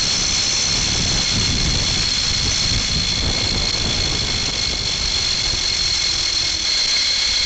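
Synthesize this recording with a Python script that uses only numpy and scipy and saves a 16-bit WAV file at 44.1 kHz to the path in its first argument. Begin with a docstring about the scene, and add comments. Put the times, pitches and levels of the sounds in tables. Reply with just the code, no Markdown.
"""A zip-line trolley runs down a steel cable over a lake, slowly losing speed; the microphone rides just
under it. The sheaves grind over the twisted strands and ring the trolley's steel, throbbing once a turn,
and bite hard near the landing. Behind the whine the strands hum a faint falling note.
Wind buffets the microphone, and whine and wind together overload its input."""
import sys
import numpy as np
from scipy.fft import rfft, irfft
from scipy.io import wavfile

SR = 44100
rng = np.random.default_rng(int(sys.argv[2]) if len(sys.argv) > 2 else 0)


def inscribe(sig):
    """Save sig as 16-bit PCM at rate SR to the path in sys.argv[1].

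    A 1-D sig is mono; a 2-D sig holds one channel per row.
    Samples are clipped to [-1, 1] before scaling.
    """
    pcm = np.round(np.clip(np.atleast_2d(sig).T, -1, 1) * 32767)
    wavfile.write(sys.argv[1], SR, pcm.astype(np.int16))


N = 328545
TIME = np.arange(N) / SR
FREQS = np.fft.rfftfreq(N, 1 / SR)
CRUISE_HZ = 60  # sheave turns per second
BITE_S, BITE_ATTACK_S = 6.62, 0.045  # the hard bite near the landing


# speed of the ride over the lake: (time [s], sheave turn rate [Hz])
TURN_RATE = [(0, 71.7), (4.4, 51.9), (6.55, 40.3), (7, 36), (7.45, 32.3)]
# rolling contact, close overhead: (time [s], relative level [dB], high ring [dB], low ring [dB])
CONTACT = [(0, -19.5, 1, -5), (.5, -20.5, 3, -1.5), (1.2, -20.5, 0, -.5), (2.1, -19, -2.5, -2),
           (2.6, -20, -1, -2), (3.25, -23, -4, 1), (4.2, -23, -2, 1.5), (4.85, -23, -3.5, -0.5),
           (5.2, -20.5, -3, -2), (6.35, -20, -1.5, -3.5), (6.75, -19.5, -2.5, -2.5),
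           (7.45, -19.5, -6, -3.5)]
# the sheave rides light for an instant: (time [s], length [s], dip [dB])
CONTACT_DIPS = [(3.72, 0.013, -12), (4.519, 0.01, -12), (6.578, .008, -2), (6.6, 0.15, -3.5),
                (6.833, 0.008, -7), (6.868, 0.011, -10)]

def trolley():
    """Just above the microphone, rough rolling contact sets steel and cable sounding."""
    turn_hz, = curves(TURN_RATE)
    contact_db, high_db, low_db = curves(CONTACT)
    hard_bite = np.clip((TIME - BITE_S) / BITE_ATTACK_S, 0, 1)
    bite = hard_bite + (1 - hard_bite) * (0.22 + 0.041 * TIME)  # creeps up, then jumps to 1
    roll_db = contact_db + 3 * hard_bite + 0.5 * waver(6.3) + swells(CONTACT_DIPS)
    turn_phase = 2 * np.pi * np.cumsum(turn_hz) / SR
    strand_phase = 8.04 * turn_phase  # strands passed per turn
    # the load on the contact wavers, and rises a little once a turn
    load_db = 1.2 * np.cos(turn_phase) + 0.69 * waver(42) + 2.2 * waver(260)
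    load = unit(undb(load_db) * rng.choice([-1, 1], N))
    # where the cable sits in the groove shifts the weight between low and high modes
    low = undb(low_db + 2 * hard_bite + 0.53 * waver(9))
    high = undb(high_db + 0.24 * waver(7.9))
    whine = (1 - 0.34 * bite) * steel_whine(load, turn_phase, hard_bite, low, high, high_db)
    buzz = undb(-5.5) * bite * strand_buzz(load, strand_phase)
    hiss = undb(-1) * (1 - 0.5 * bite) * np.sqrt(low * high) * grind(load)
    rolling = undb(roll_db) * (undb(23.5) * (whine + buzz) + hiss)
    return rolling + cable_hum(strand_phase, turn_hz, hard_bite)


# sheaves and side plates: (frequency [Hz], width [Hz], relative level [dB], throb per turn [0-1])
STEEL_MODES = [(1662, 13, -17.5, 0.4), (2176, 46.4, -9, .15), (3410, 92, -6.5, 0.34),
               (4257.5, 83.4, 0, 0.55), (4627, 52, -14.5, 0.6), (5385, 133, -7.5, 0.17),
               (5704, 160, -15, 0), (6058, 77, -4, 0.53), (6690, 9.8, -17.5, 0), (6770, 45, -14.5, 0.2),
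               (7490, 150, -21, 0.4), (8730, 520, -23, 0)]

def steel_whine(load, turn_phase, hard_bite, low, high, high_db):
    """The contact rings the steel; the ringing sheave turns, so its whine throbs at the microphone."""
    whine = 0
    for hz, width_hz, db, throb in STEEL_MODES:
        weight = low if hz < 3800 else high if hz > 5000 else 1
        depth = throb * (1 - 0.4 * hard_bite)  # the hard bite steadies the throb
        facing = (1 + depth * np.cos(turn_phase)) / np.sqrt(1 + depth ** 2 / 2)
        flare_db = 0.86 * high_db * np.exp(-((hz - 6100) / 220) ** 2)  # near 6100 Hz it flares most
        gain = undb(db + flare_db + 0.78 * waver(17)) * weight * facing
        whine += gain * ring(load * noise(), hz, width_hz)
    return whine


# modes that the bite wakes: (frequency [Hz], width [Hz], relative level [dB])
BUZZ_MODES = [(1660, 25, -14), (2180, 42, -3), (2480, 120, -21), (3370, 170, -11), (4185, 80, 2.5),
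              (4440, 120, -10), (5230, 180, -17), (5745, 80, -13), (6035, 60, -10)]

def strand_buzz(load, strand_phase):
    """As the sheave bites, every strand strikes it: a buzz."""
    strikes = unit(undb(11 * np.cos(strand_phase)) * load * noise())
    return sum(undb(db) * ring(strikes, hz, width_hz) for hz, width_hz, db in BUZZ_MODES)


# hiss at the groove, heard close: (frequency [Hz], relative level [dB])
GRIND_SPECTRUM = [(200, -16), (600, -6), (1200, -4), (1950, -3.5), (2400, 0.5), (3000, -1), (4900, -5.5),
                  (6300, -1), (7400, -4.5), (7900, -8.5), (9000, -24.5)]

def grind(load):
    """Steel on steel gives a broad hiss that follows the load."""
    return unit(shape(load * noise(), colour(GRIND_SPECTRUM)))


# the cable overhead under the hard bite: (multiple of the strand rate [-], relative level [dB])
HUM_PARTIALS = [(2, -44), (4, -54)]

def cable_hum(strand_phase, turn_hz, hard_bite):
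    """Passing strands give a faint note that sinks with the speed; the hard bite wakes its overtones."""
    fundamental_db = -50.5 + 0.4 * (CRUISE_HZ - turn_hz) - 11.5 * hard_bite
    phase = strand_phase + 0.2 * waver(12)
    overtones = sum(undb(db) * np.sin(round(multiple) * phase) for multiple, db in HUM_PARTIALS)
    fade = undb(-6 * np.maximum(TIME - BITE_S, 0))  # overtones die away as the trolley brakes
    tone = undb(fundamental_db) * np.sin(phase) + hard_bite * overtones * fade
    return tone * undb(4.5 + 0.83 * waver(5.2))


# steady air right on the microphone: (time [s], rumble level [dB], relative flutter level [dB])
AIRFLOW = [(0, -25.5, -31.5), (.62, -29.5, -30.5), (.8, -22, -30), (1.8, -22, -31), (2.15, -25, -37.5),
           (3.15, -24, -35.5), (3.24, -24.5, -26.5), (4.15, -24.5, -28.5), (4.6, -28.5, -32),
           (5.9, -28.5, -37), (6.55, -33, -40.5), (6.8, -36, -39), (7.45, -37, -39)]
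# buffets on top of it: (time [s], length [s], rumble change [dB], flutter change [dB])
AIR_BUFFETS = [(1.15, .14, 3.5, 5), (1.39, 0.15, 6.5, 0), (1.52, .09, 6, -1), (1.66, 0.11, 9, -1),
               (1.79, 0.1, 2, 4.5), (1.92, 0.17, 2.5, 1.5), (2.47, 0.052, 10.5, 9.5), (2.72, .18, 6, 4),
               (2.97, 0.079, 9.5, 5), (3.27, 0.065, 5, 2.5), (3.39, .06, -1.5, 3.5), (3.55, 0.067, 8, 4.5),
               (3.87, 0.081, 5.5, 1), (4.02, .08, 3, 4.5), (4.15, .06, 2, 5.5), (4.3, .14, 3, 3),
               (5.52, .12, 2.5, 7), (7.4, 0.21, 6.5, 1)]
# lulls in it: (time [s], length [s], rumble change [dB], flutter change [dB])
AIR_LULLS = [(1.271, 0.1, -6, -7), (2.561, .07, -2.5, -4), (2.87, 0.058, -4.5, 1), (3.734, 0.14, -4.5, -1),
             (5.69, 0.061, -3, -1)]
# fine turbulence at the microphone: (frequency [Hz], relative level [dB])
FLUTTER_SPECTRUM = [(100, -9.5), (200, 3), (330, 1), (480, -1), (800, -4.5), (1400, -11.5), (3000, -21),
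                    (9000, -43)]

def wind():
    """Big eddies thump the microphone; fine turbulence flutters in bursts."""
    rumble_db, flutter_db = curves(AIRFLOW)
    turn_hz, = curves(TURN_RATE)
    events = [*AIR_BUFFETS, *AIR_LULLS]
    thump_db, burst_db = swells(events, column=0), swells(events, column=1)
    # the rumble deepens as the ride slows, and in a buffet, whose eddies are bigger
    corner_hz = 151 * (turn_hz / CRUISE_HZ) ** 1.26 * 2 ** (-0.01 * thump_db)
    gust = waver(25)
    rumble, power = 0, 0
    for hz in 20 * 2 ** (np.arange(10) / 2):  # half-octave bands
        band = unit(shape(noise(), 1 / (1 + ((FREQS - hz) / (hz / 4)) ** 4)))
        gain = (hz / 100) ** 0.42 / np.sqrt(1 + (hz / corner_hz) ** 5.3)
        rumble += gain * band
        power += gain ** 2
    rumble *= undb(rumble_db + thump_db + 1.6 * gust) / np.sqrt(power)
    flutter = unit(shape(noise(), colour(FLUTTER_SPECTRUM)))
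    flutter *= undb(flutter_db + burst_db - 2 + 0.73 * gust + 3.06 * waver(56))
    return rumble + flutter


def undb(db):
    """Decibels to gain."""
    return 10 ** (np.asarray(db) / 20)


def curves(table):
    """Each column of a table of timed rows, sample by sample."""
    times, *columns = np.transpose(table)
    return [np.interp(TIME, times, column) for column in columns]


def swells(table, column=0):
    """Bell-shaped level changes from rows of (time [s], length [s], change [dB], ...)."""
    return sum(db[column] * np.exp(-(2 * (TIME - s) / length) ** 2) for s, length, *db in table)


def unit(x):
    """Scale to a spread of 1."""
    return x / np.std(x)


def noise():
    """White noise."""
    return rng.standard_normal(N)


def shape(x, response):
    """Filter by a frequency response."""
    return irfft(rfft(x) * response, N)


def colour(points):
    """Response through points of (frequency [Hz], level [dB])."""
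    hz, db = np.transpose(points)
    return undb(np.interp(np.log(FREQS + 1), np.log(hz), db))


def waver(rate_hz):
    """Smooth random motion of spread 1, up to about rate_hz."""
    return unit(shape(noise(), 1 / (1 + (FREQS / rate_hz) ** 4)))


def ring(force, hz, width_hz):
    """One mode of the steel, gain 1 at its centre."""
    damping = 1j * FREQS * width_hz
    return shape(force, damping / (hz ** 2 - FREQS ** 2 + damping))


def scene():
    """Trolley and wind at one microphone, riding just under the sheaves."""
    return (trolley() + wind())[None]


def record(dry):
    """The microphone's input saturates, so wind thumps choke the whine; the top treble is cut off."""
    ceiling, top_hz = 0.205, 8600
    clipped = dry / (1 + (dry / ceiling) ** 16) ** (1 / 16)
    response = colour([(20, -0.5), (1000, -2.5), (4000, -0.22), (7500, -2.5), (7950, -12), (8600, -14.5)])
    coloured = shape(clipped, response)
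    return shape(coloured, 1 / np.hypot(1, (FREQS / top_hz) ** 70))


dry = scene()
out = record(dry)
inscribe(out)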